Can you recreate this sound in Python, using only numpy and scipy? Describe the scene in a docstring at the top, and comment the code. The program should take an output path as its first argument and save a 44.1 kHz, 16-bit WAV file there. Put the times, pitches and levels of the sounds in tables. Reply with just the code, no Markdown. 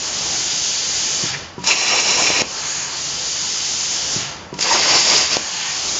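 """A plasma torch blows cooling air onto a steel plate in a workshop: a hiss made of flickering bands of noise.
Twice a valve thuds shut (ringing modes) and the air dies away, a contactor clunks, the arc strikes,
roars while it pierces the plate (hissing and roaring noise) and breaks off with a pop (one swing of pressure).
Narrow howls, bright ticks and a rising hum go with it, over a broad rumble with wavering tones.
A small mono recorder with a low sampling rate listens close by."""
import sys
import numpy as np
from scipy import signal
from scipy.fft import rfft, irfft, next_fast_len
from scipy.io import wavfile
from scipy.ndimage import uniform_filter1d

SR = 44100
rng = np.random.default_rng(int(sys.argv[2]) if len(sys.argv) > 2 else 0)


def unload_wav(signal):
    """Save mono or channel-first audio to the path in sys.argv[1] as 16-bit WAV at rate SR, clipped to [-1, 1]."""
    wavfile.write(
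        sys.argv[1],
        SR,
        np.round(np.clip(np.atleast_2d(signal).T, -1, 1) * 32767).astype(np.int16),
    )


N = 264453
SAMPLING_HZ = 16000   # of the recorder
DRIFT_STEP = 40   # slow curves have one value every 40 samples

# the valve closes the air line: start_s, level_db (before the mode levels)
VALVE_SHUTS = [(1.2327, -23), (4.159, -22.5)]
# the contactor switches: start_s, level_db (before the mode levels)
CONTACTOR_SWITCHES = [(1.580, -22.5), (4.5275, -23.5)]
# moments when the arc breaks off: time_s
ARC_ENDS = [2.421, 5.371]
# colour of the arc hiss, set by the torch gap and the hole, one curve a pierce: pitch_hz, level_db (per Hz, relative)
HISS_COLOURS = [
    [(710, -27), (1200, -8), (1610, -19.5), (1910, -6), (2070, -10), (2340, 3), (2560, -2.5), (2800, -2.5),
     (3610, -18.5), (4010, -4.5), (4460, -10.5), (5500, -2), (6150, -10), (6680, -5.5), (7200, -10),
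     (9360, -24), (15800, -120)],
    [(710, -30.5), (1200, -11), (1420, -23.5), (1490, -13.5), (1790, -13.5), (1920, -6.5), (2460, -9),
     (2600, -7.5), (4260, -9.5), (4800, 0), (5920, -7.5), (6680, -7.5), (7200, -7.5), (9360, -40.5),
     (15800, -120)],
]


def from_db(db):
    """Decibels to amplitude."""
    return 10 ** (np.asarray(db) / 20)


def rms_one(x):
    """Scale to an rms of 1."""
    return x / np.sqrt(np.mean(x ** 2) + 1e-20)


def in_time(rows):
    """Columns of a curve at every sample."""
    s, *columns = np.transpose(rows)
    return [np.interp(np.arange(N) / SR, s, column) for column in columns]


def drift(rate_hz):
    """Slow chance of rms 1 at every 40th sample: noise through a double one-pole low-pass, run in."""
    run_in = 2000
    r = np.exp(-2 * np.pi * rate_hz * DRIFT_STEP / SR)
    noise = rng.standard_normal(len(range(0, N, DRIFT_STEP)) + run_in)
    return rms_one(signal.lfilter([1], [1, -2 * r, r * r], noise)[run_in:])


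def spread(slow):
    """From every 40th sample to every sample."""
    return np.interp(np.arange(N) / DRIFT_STEP, np.arange(len(slow)), slow)


def turbulence(colour, gust_db, patchy_db, rate, tilt_db=0, pivot_hz=4000, resonances=()):
    """Coloured noise, rms 1 before its swells and tilt, in third-octave bands that swell together and flicker alone."""
    size = next_fast_len(N)
    bin_hz = np.maximum(np.arange(size // 2 + 1), 1) * SR / size
    octave = np.log2(bin_hz)
    hz, level_db = np.transpose(colour)
    shape_db = np.interp(octave, np.log2(hz), level_db)
    for peak_hz, width_hz, lift_db in resonances:
        shape_db += lift_db / (1 + (2 * (bin_hz - peak_hz) / width_hz) ** 2)
    spectrum = rfft(rng.standard_normal(size)) * from_db(shape_db) * (bin_hz < SAMPLING_HZ / 2)
    scale = np.sqrt(np.mean(irfft(spectrum, size) ** 2))

    out = np.zeros(N)
    shared_gust_db = gust_db * drift(rate)
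    slow_tilt_db = (tilt_db + np.zeros(N))[::DRIFT_STEP]   # dB per octave about the pivot
    top_hz = min(hz[-1], SAMPLING_HZ / 2)
    for centre in np.arange(np.log2(hz[0]), np.log2(top_hz) + 1 / 3, 1 / 3):
        overlap = np.maximum(1 - 3 * abs(octave - centre), 0)   # triangles that cross-fade
        band = irfft(spectrum * overlap, size)[:N]
        band_db = shared_gust_db + patchy_db * drift(rate) + slow_tilt_db * (centre - np.log2(pivot_hz))
        out += band * spread(from_db(band_db))
    return out / scale


def struck(blows, modes):
    """Each blow sets every mode ringing, neighbours in the table in opposite phase."""
    at = [round(s * SR) for s, db in blows]
    blow_db = np.array(blows)[:, 1]
    out = np.zeros(N)
    for k, (hz, level_db, t60_s) in enumerate(modes):
        uneven_db = rng.normal(0, 1, len(at))
        clicks = np.full(N, 1e-18)
        clicks[at] = from_db(blow_db + level_db + uneven_db) * (-1) ** k
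        r, w = from_db(-60 / (t60_s * SR)), 2 * np.pi * hz / SR
        out += signal.lfilter([0, np.sin(w)], [1, -2 * r * np.cos(w), r * r], clicks)
    return out


def workshop(x, t60_s):
    """Reflections from plate, frame and walls: a noise tail that decays."""
    t = np.arange(round(.5 * SR)) / SR
    noise = signal.lfilter([.3], [1, -.3], rng.standard_normal(len(t)))
    tail = noise * from_db(-60 * t / t60_s) * (t > .003)
    return signal.fftconvolve(x, tail / np.sqrt(np.sum(tail ** 2)))[:N]


def shop(dull_db):
    """Broad rumble of fans and compressor, with a few tones whose strength and phase waver."""
    # level of the rumble: time_s, level_db
    loudness = [(0, -34), (.33, -31), (.72, -37.5), (1.2, -32), (1.65, -41.5), (2.42, -35), (3.86, -36.5),
                (4.15, -31.5), (4.58, -40.5), (4.85, -32.5), (5.59, -38), (6, -31.5)]
    # colour of the rumble: pitch_hz, level_db (per Hz, relative)
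    colour = [(15, -44.5), (25, -5.5), (60, -0.5), (81, -5.5), (108, -11.5), (135, -0.5), (241, -6),
              (357, -4), (501, -5), (560, -4), (895, -3.5), (1540, -9.5), (2200, -11.5), (2860, -18),
              (4840, -120)]
    # tones in the rumble: pitch_hz, level_db (middle amplitude)
    tones = [(91.5, -50.5), (140.0, -53), (888.2, -66), (1109, -54.5), (1308, -62.5)]
    air_share = 0.17   # part of the rumble is air noise: share of the jet's loss of treble
    t = np.arange(N) / SR
    level_db, = in_time(loudness)
    hum = np.zeros(N)
    for hz, db in tones:
        strength = from_db(db + 3.0 * spread(drift(4.0)))
        hum += strength * np.sin(2 * np.pi * hz * t + 1.5 * spread(drift(6.0)))
    rumble = turbulence(colour, gust_db=0.93, patchy_db=1.5, rate=5.7, tilt_db=-air_share * dull_db, pivot_hz=398)
    return from_db(level_db) * rumble + hum


def valve_thuds():
    """The closing valve rings in low modes."""
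    # ringing of the valve: pitch_hz, level_db, t60_s
    modes = [(145, -1.5, 0.15), (99.5, -9, .2), (120.3, -3, 0.15), (199.5, 0, 0.086), (299, -5, 0.12),
             (358, -3.5, 0.1)]
    return struck(VALVE_SHUTS, modes)


def contactor_clunks():
    """The switching contactor rings in its own modes."""
    # ringing of the contactor: pitch_hz, level_db, t60_s
    modes = [(378, 4, 0.058), (142, -5, 0.18), (965, -8, 0.36), (183, -10, 0.78), (288, -11, 0.26),
             (1190, -21, 0.18)]
    return struck(CONTACTOR_SWITCHES, modes)


def glides():
    """A soft low hum glides up in pitch after each valve thud, under a rounded swell."""
    wait_s, length_s, from_hz, to_hz, level_db = .03, .14, 95, 165, -37
    turn, out = np.arange(0, 1, 1 / (length_s * SR)), np.zeros(N)
    phase = 2 * np.pi * np.cumsum(from_hz + (to_hz - from_hz) * turn) / SR
    tone = from_db(level_db) * np.sqrt(np.sin(np.pi * turn)) * np.sin(phase)
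    for s, db in VALVE_SHUTS:
        at = round((s + wait_s) * SR)
        out[at:at + len(turn)] += tone
    return out


def ticks():
    """Contact bounce, starting sparks and the snap as the arc breaks: bright noise bursts that die at once."""
    # start_s, peak_db (rough; the burst of noise starts at an rms 5 dB lower), t60_s
    bursts = [(1.592, -28.5, 0.032), (1.642, -13, 0.041), (1.673, 1, 0.016), (2.4192, -12, 0.009),
              (4.540, -25.5, .05), (4.591, -8, 0.011), (4.6095, -9, 0.03), (4.626, -2.5, 0.026),
              (5.3687, -6, 0.0084)]
    t, swell = np.arange(N) / SR, np.zeros(N)
    for s, peak_db, t60_s in bursts:
        swell += from_db(peak_db - 5.0 - 60 * np.maximum(t - s, 0) / t60_s) * (t >= s)
    return swell * turbulence(HISS_COLOURS[1], gust_db=-2.5, patchy_db=0, rate=13)


def pops():
    """Pressure pops of the arc column: one squarish swing, up and then harder down."""
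    # start_s, level_db (before shaping), length_ms
    swings = [(1.6402, -16, 1.0), (2.3025, -7, 1.9), (2.419, -5.5, 1.8), (4.59, -19.5, 2.3),
              (5.3683, -4, 1.5)]
    out = np.zeros(N)
    for s, level_db, ms in swings:
        turn = np.arange(0, 1, 1000 / (ms * SR))
        at = round(s * SR)
        squarish = np.tanh(2.0 * np.sin(2 * np.pi * turn))
        out[at:at + len(turn)] += from_db(level_db) * squarish * (0.48 + .5 * turn)
    return out


def howls():
    """Brief narrow howls and puffs of the jet: noise through a resonance under a bell-shaped swell."""
    # top_s, length_s, pitch_hz, width_hz, level_db (rms at the top)
    puffs = [(1.347, 0.029, 1840, 400, -25), (1.677, 0.027, 5200, 710, -18.5),
             (1.682, 0.043, 940, 200, -24.5), (1.71, 0.064, 2660, 160, -18), (1.94, 0.033, 760, 350, -26),
             (2.113, 0.027, 520, 353, -32), (2.238, 0.026, 5500, 600, -22.5),
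             (2.274, 0.019, 2430, 150, -16), (4.715, 0.028, 960, 79, -15), (4.748, 0.025, 940, 199, -17.5),
             (4.734, 0.041, 1880, 80.5, -24), (4.963, 0.064, 960, 150, -30), (4.97, .05, 5300, 604, -18),
             (5.164, 0.044, 4940, 400, -15), (5.33, 0.036, 5280, 400, -22.5), (5.892, 0.02, 3950, 200, -24)]
    out, white = np.zeros(N), rng.standard_normal((len(puffs), SR // 4))
    t = np.arange(-SR // 8, SR // 4 - SR // 8) / SR   # zero at the top
    for noise, (s, length_s, hz, width_hz, level_db) in zip(white, puffs):
        r, at = np.exp(-np.pi * width_hz / SR), round(s * SR) - SR // 8
        sung = signal.lfilter([1, 0, -1], [1, -2 * r * np.cos(2 * np.pi * hz / SR), r * r], noise)
        bell = np.exp(-(2 * t[:len(noise)] / length_s) ** 2)
        out[at:at + len(noise)] += (from_db(level_db) * rms_one(sung) * bell)[:N - at]
    return out


def air_pressure():
    """Hiss level and loss of treble: the hiss rises to its full level, bleeds away after a thud, returns faintly for the arc."""
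    # rise of the hiss: start_s, full_db, quick_shortfall_db (negative overshoots), slow_shortfall_db, slow_time_s
    rises = [(0, -21, -1.5, 5.5, 0.15), (2.45, -20, 9, 6.5, 1.15), (5.36, -22, -5, 8.5, 0.18)]
    quick_s = 0.042   # time constant
    # once the valve shuts the line bleeds down to a trickle; the treble loss is in dB per octave
    bleed_wait_s, bleed_db_per_s, trickle_db = 0.048, 88.5, -45.5
    bleed_dull_db, bleed_dull_s = 11.0, 0.14
    # with the contactor the gas for the arc comes on, brighter again
    pilot_db, pilot_rise_s = -33, 0.065
    t = np.arange(N) / SR
    hiss_db, dull_db = np.full(N, trickle_db), np.zeros(N)
    shuts = [s for s, db in VALVE_SHUTS] + [N / SR]
    for (start, full_db, quick_db, slow_db, slow_s), shut in zip(rises, shuts):
        age, bled = np.maximum(t - start, 0), np.maximum(t - shut, 0)
        level_db = full_db - quick_db * np.exp(-age / quick_s) - slow_db * np.exp(-age / slow_s)
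        level_db = np.maximum(level_db - bleed_db_per_s * np.maximum(bled - bleed_wait_s, 0), trickle_db)
        hiss_db = np.where(t >= start, level_db, hiss_db)
        dull_db = np.where(t >= start, bleed_dull_db * (1 - np.exp(-bled / bleed_dull_s)), dull_db)
    for (clunk, db), (start, *rest) in zip(CONTACTOR_SWITCHES, rises[1:]):
        pilot = np.clip((t - clunk) / pilot_rise_s, 0, 1) * (t < start)
        hiss_db = hiss_db + pilot * (pilot_db - hiss_db)
        dull_db = dull_db * (1 - .6 * pilot)
    return uniform_filter1d(hiss_db, size=1500), dull_db


def air_jet(hiss_db, dull_db):
    """Steady hiss; as pressure falls the treble dies first; after a cut it is hollower until the torch leaves the hole."""
    # air blowing onto the plate: pitch_hz, level_db (per Hz, relative)
    plate_colour = [(530, -32), (900, -17), (1220, -21.5), (1320, -12), (1540, -15.5), (1670, -12.5),
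                    (2650, -10), (2860, -6.5), (4160, -8), (4660, -2), (5740, -4.5), (6540, -1.5),
                    (7200, -5.5), (9360, -39), (15800, -120)]
    # air blowing into the fresh hole: pitch_hz, level_db (per Hz, relative)
    hole_colour = [(530, -30), (900, -4.5), (965, -10), (1060, -7), (1440, -9.5), (1810, -6.5),
                   (1970, -8.5), (2740, -3), (3780, -9), (4740, -1), (6050, -4.5), (6540, 0), (7200, -4.5),
                   (9360, -38), (15800, -120)]
    # the torch starts to move off the hole: time_s
    departures = [2.9, 5.68]
    leaving_s = .12
    t = np.arange(N) / SR
    tilt_db = 1.32 - dull_db   # dB per octave
    share = np.zeros(N)   # of the jet's power that blows into the hole
    for cut, leaves in zip(ARC_ENDS, departures):
        share += (t >= cut) * np.clip(1 - (t - leaves) / leaving_s, 0, 1)
    on_plate = turbulence(plate_colour, gust_db=.3, patchy_db=.7, rate=6.1, tilt_db=tilt_db)
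    in_hole = turbulence(hole_colour, gust_db=-0.43, patchy_db=2.0, rate=3.2, tilt_db=tilt_db - 1.3)
    return from_db(hiss_db) * (np.sqrt(1 - share) * on_plate + np.sqrt(share) * in_hole)


def arc():
    """Sputtering hiss of the plasma jet over the lumpy roar of molten metal blown out."""
    # one curve a pierce: time_s, hiss_db, roar_db, hiss_tilt_db (per octave)
    pierces = [
        [(1.638, -29.5, -37.5, 2), (1.658, -26.5, -40, 2), (1.678, -17, -25, 4.5), (1.718, -12, -29, 1),
         (1.745, -20, -29, 2), (1.846, -18, -29, 1.5), (1.944, -16, -26, 0), (1.986, -15, -26.5, 1.5),
         (2.03, -21, -31, 3), (2.09, -16, -24, 3), (2.165, -18, -30.5, 3), (2.185, -16, -25, 4),
         (2.29, -16.5, -26.5, 3.5), (2.32, -17, -29, 0), (2.41, -16.5, -26.5, 0.9)],
        [(4.587, -31.5, -31, -1), (4.617, -18.5, -37, 3), (4.655, -19.5, -23.5, -0.5),
         (4.69, -17.5, -27.5, -1.5), (4.742, -14.5, -21.5, 1), (4.774, -16.5, -23, -1.7),
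         (4.868, -15.5, -27, -1), (4.955, -13, -20.5, -0.2), (5.004, -16, -32.5, 2.2), (5.122, -13.5, -23.5, 0),
         (5.18, -14.5, -26, 1), (5.218, -16, -27, .5), (5.292, -22, -38.5, -2), (5.332, -16.5, -25.5, -0.5),
         (5.36, -20.5, -31.5, -3)],
    ]
    # narrow resonances of nozzle and hole, one list a pierce: pitch_hz, width_hz, lift_db
    pierce_resonances = [
        [(2380, 140, -3.5), (2840, 58, 4.5), (3514, 160, 11.5), (3920, 240, 2.5), (5800, 110, 1.5)],
        [(1970, 82, -2.5), (2650, 73, 1.5), (2740, 47, 3), (4880, 86, -3), (6560, 120, 7)],
    ]
    # colour of the roar: pitch_hz, level_db (per Hz, relative)
    roar_colour = [(47, -23.5), (80, -17), (119, -12), (306, -2), (401, 0), (799, 0.5), (994, 1.5),
                   (1280, -7), (1700, -4.5), (2210, -42), (3740, -120)]
    t, out = np.arange(N) / SR, np.zeros(N)
    roar = turbulence(roar_colour, gust_db=1.5, patchy_db=1.0, rate=18.0)
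    for rows, end, colour, resonances in zip(pierces, ARC_ENDS, HISS_COLOURS, pierce_resonances):
        hiss_db, roar_db, tilt_db = in_time(rows)
        hiss = turbulence(colour, gust_db=0.1, patchy_db=1.4, rate=44.0, tilt_db=tilt_db, resonances=resonances)
        burning = (t >= rows[0][0]) * (t < end)
        out += burning * (from_db(hiss_db) * hiss + from_db(roar_db) * roar)
    return out


def scene():
    """Torch and machine with their reflections, over the shop rumble."""
    hiss_db, dull_db = air_pressure()
    knocks = valve_thuds() + contactor_clunks() + pops() + ticks()
    close = arc() + howls() + glides() + knocks
    jet = air_jet(hiss_db, dull_db)
    reflections = from_db(-13.0) * workshop(close, t60_s=0.35) + from_db(-10.5) * workshop(jet, t60_s=0.48)
    mono = close + jet + reflections + shop(dull_db)
    return np.array([mono, mono])


def record(dry):
    """Peaks are rounded, bass is thin; treble ends at half the sampling rate with a faint mirror of it above."""
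    size = next_fast_len(N + 4096)
    hz = np.arange(size // 2 + 1) * SR / size
    spectrum = rfft(1.075 * np.tanh(dry / 1.113), size)
    response_db = np.interp(hz, [20, 70, 7100, 7500, 7900, 7990, 8010], [-20.0, -0.5, 0.5, -4.0, -25.5, -56, -120])
    under = irfft(spectrum * from_db(response_db), size)[:, :N]
    # f turns into sampling rate - f
    mirrored = under * 2 * np.cos(2 * np.pi * SAMPLING_HZ * np.arange(N) / SR)
    fading_db = np.interp(hz, [7990, 8010, 8120, 9070, 9600], [-120, 5.0, 1.0, -39.5, -44.5])
    both = under + irfft(rfft(mirrored, size) * from_db(fading_db), size)[:, :N]
    # steep low-pass, 40 dB down from 9260 Hz
    return signal.sosfilt(signal.cheby2(28, 40, 9260, fs=SR, output="sos"), both)


dry = scene()
out = record(dry)
unload_wav(out)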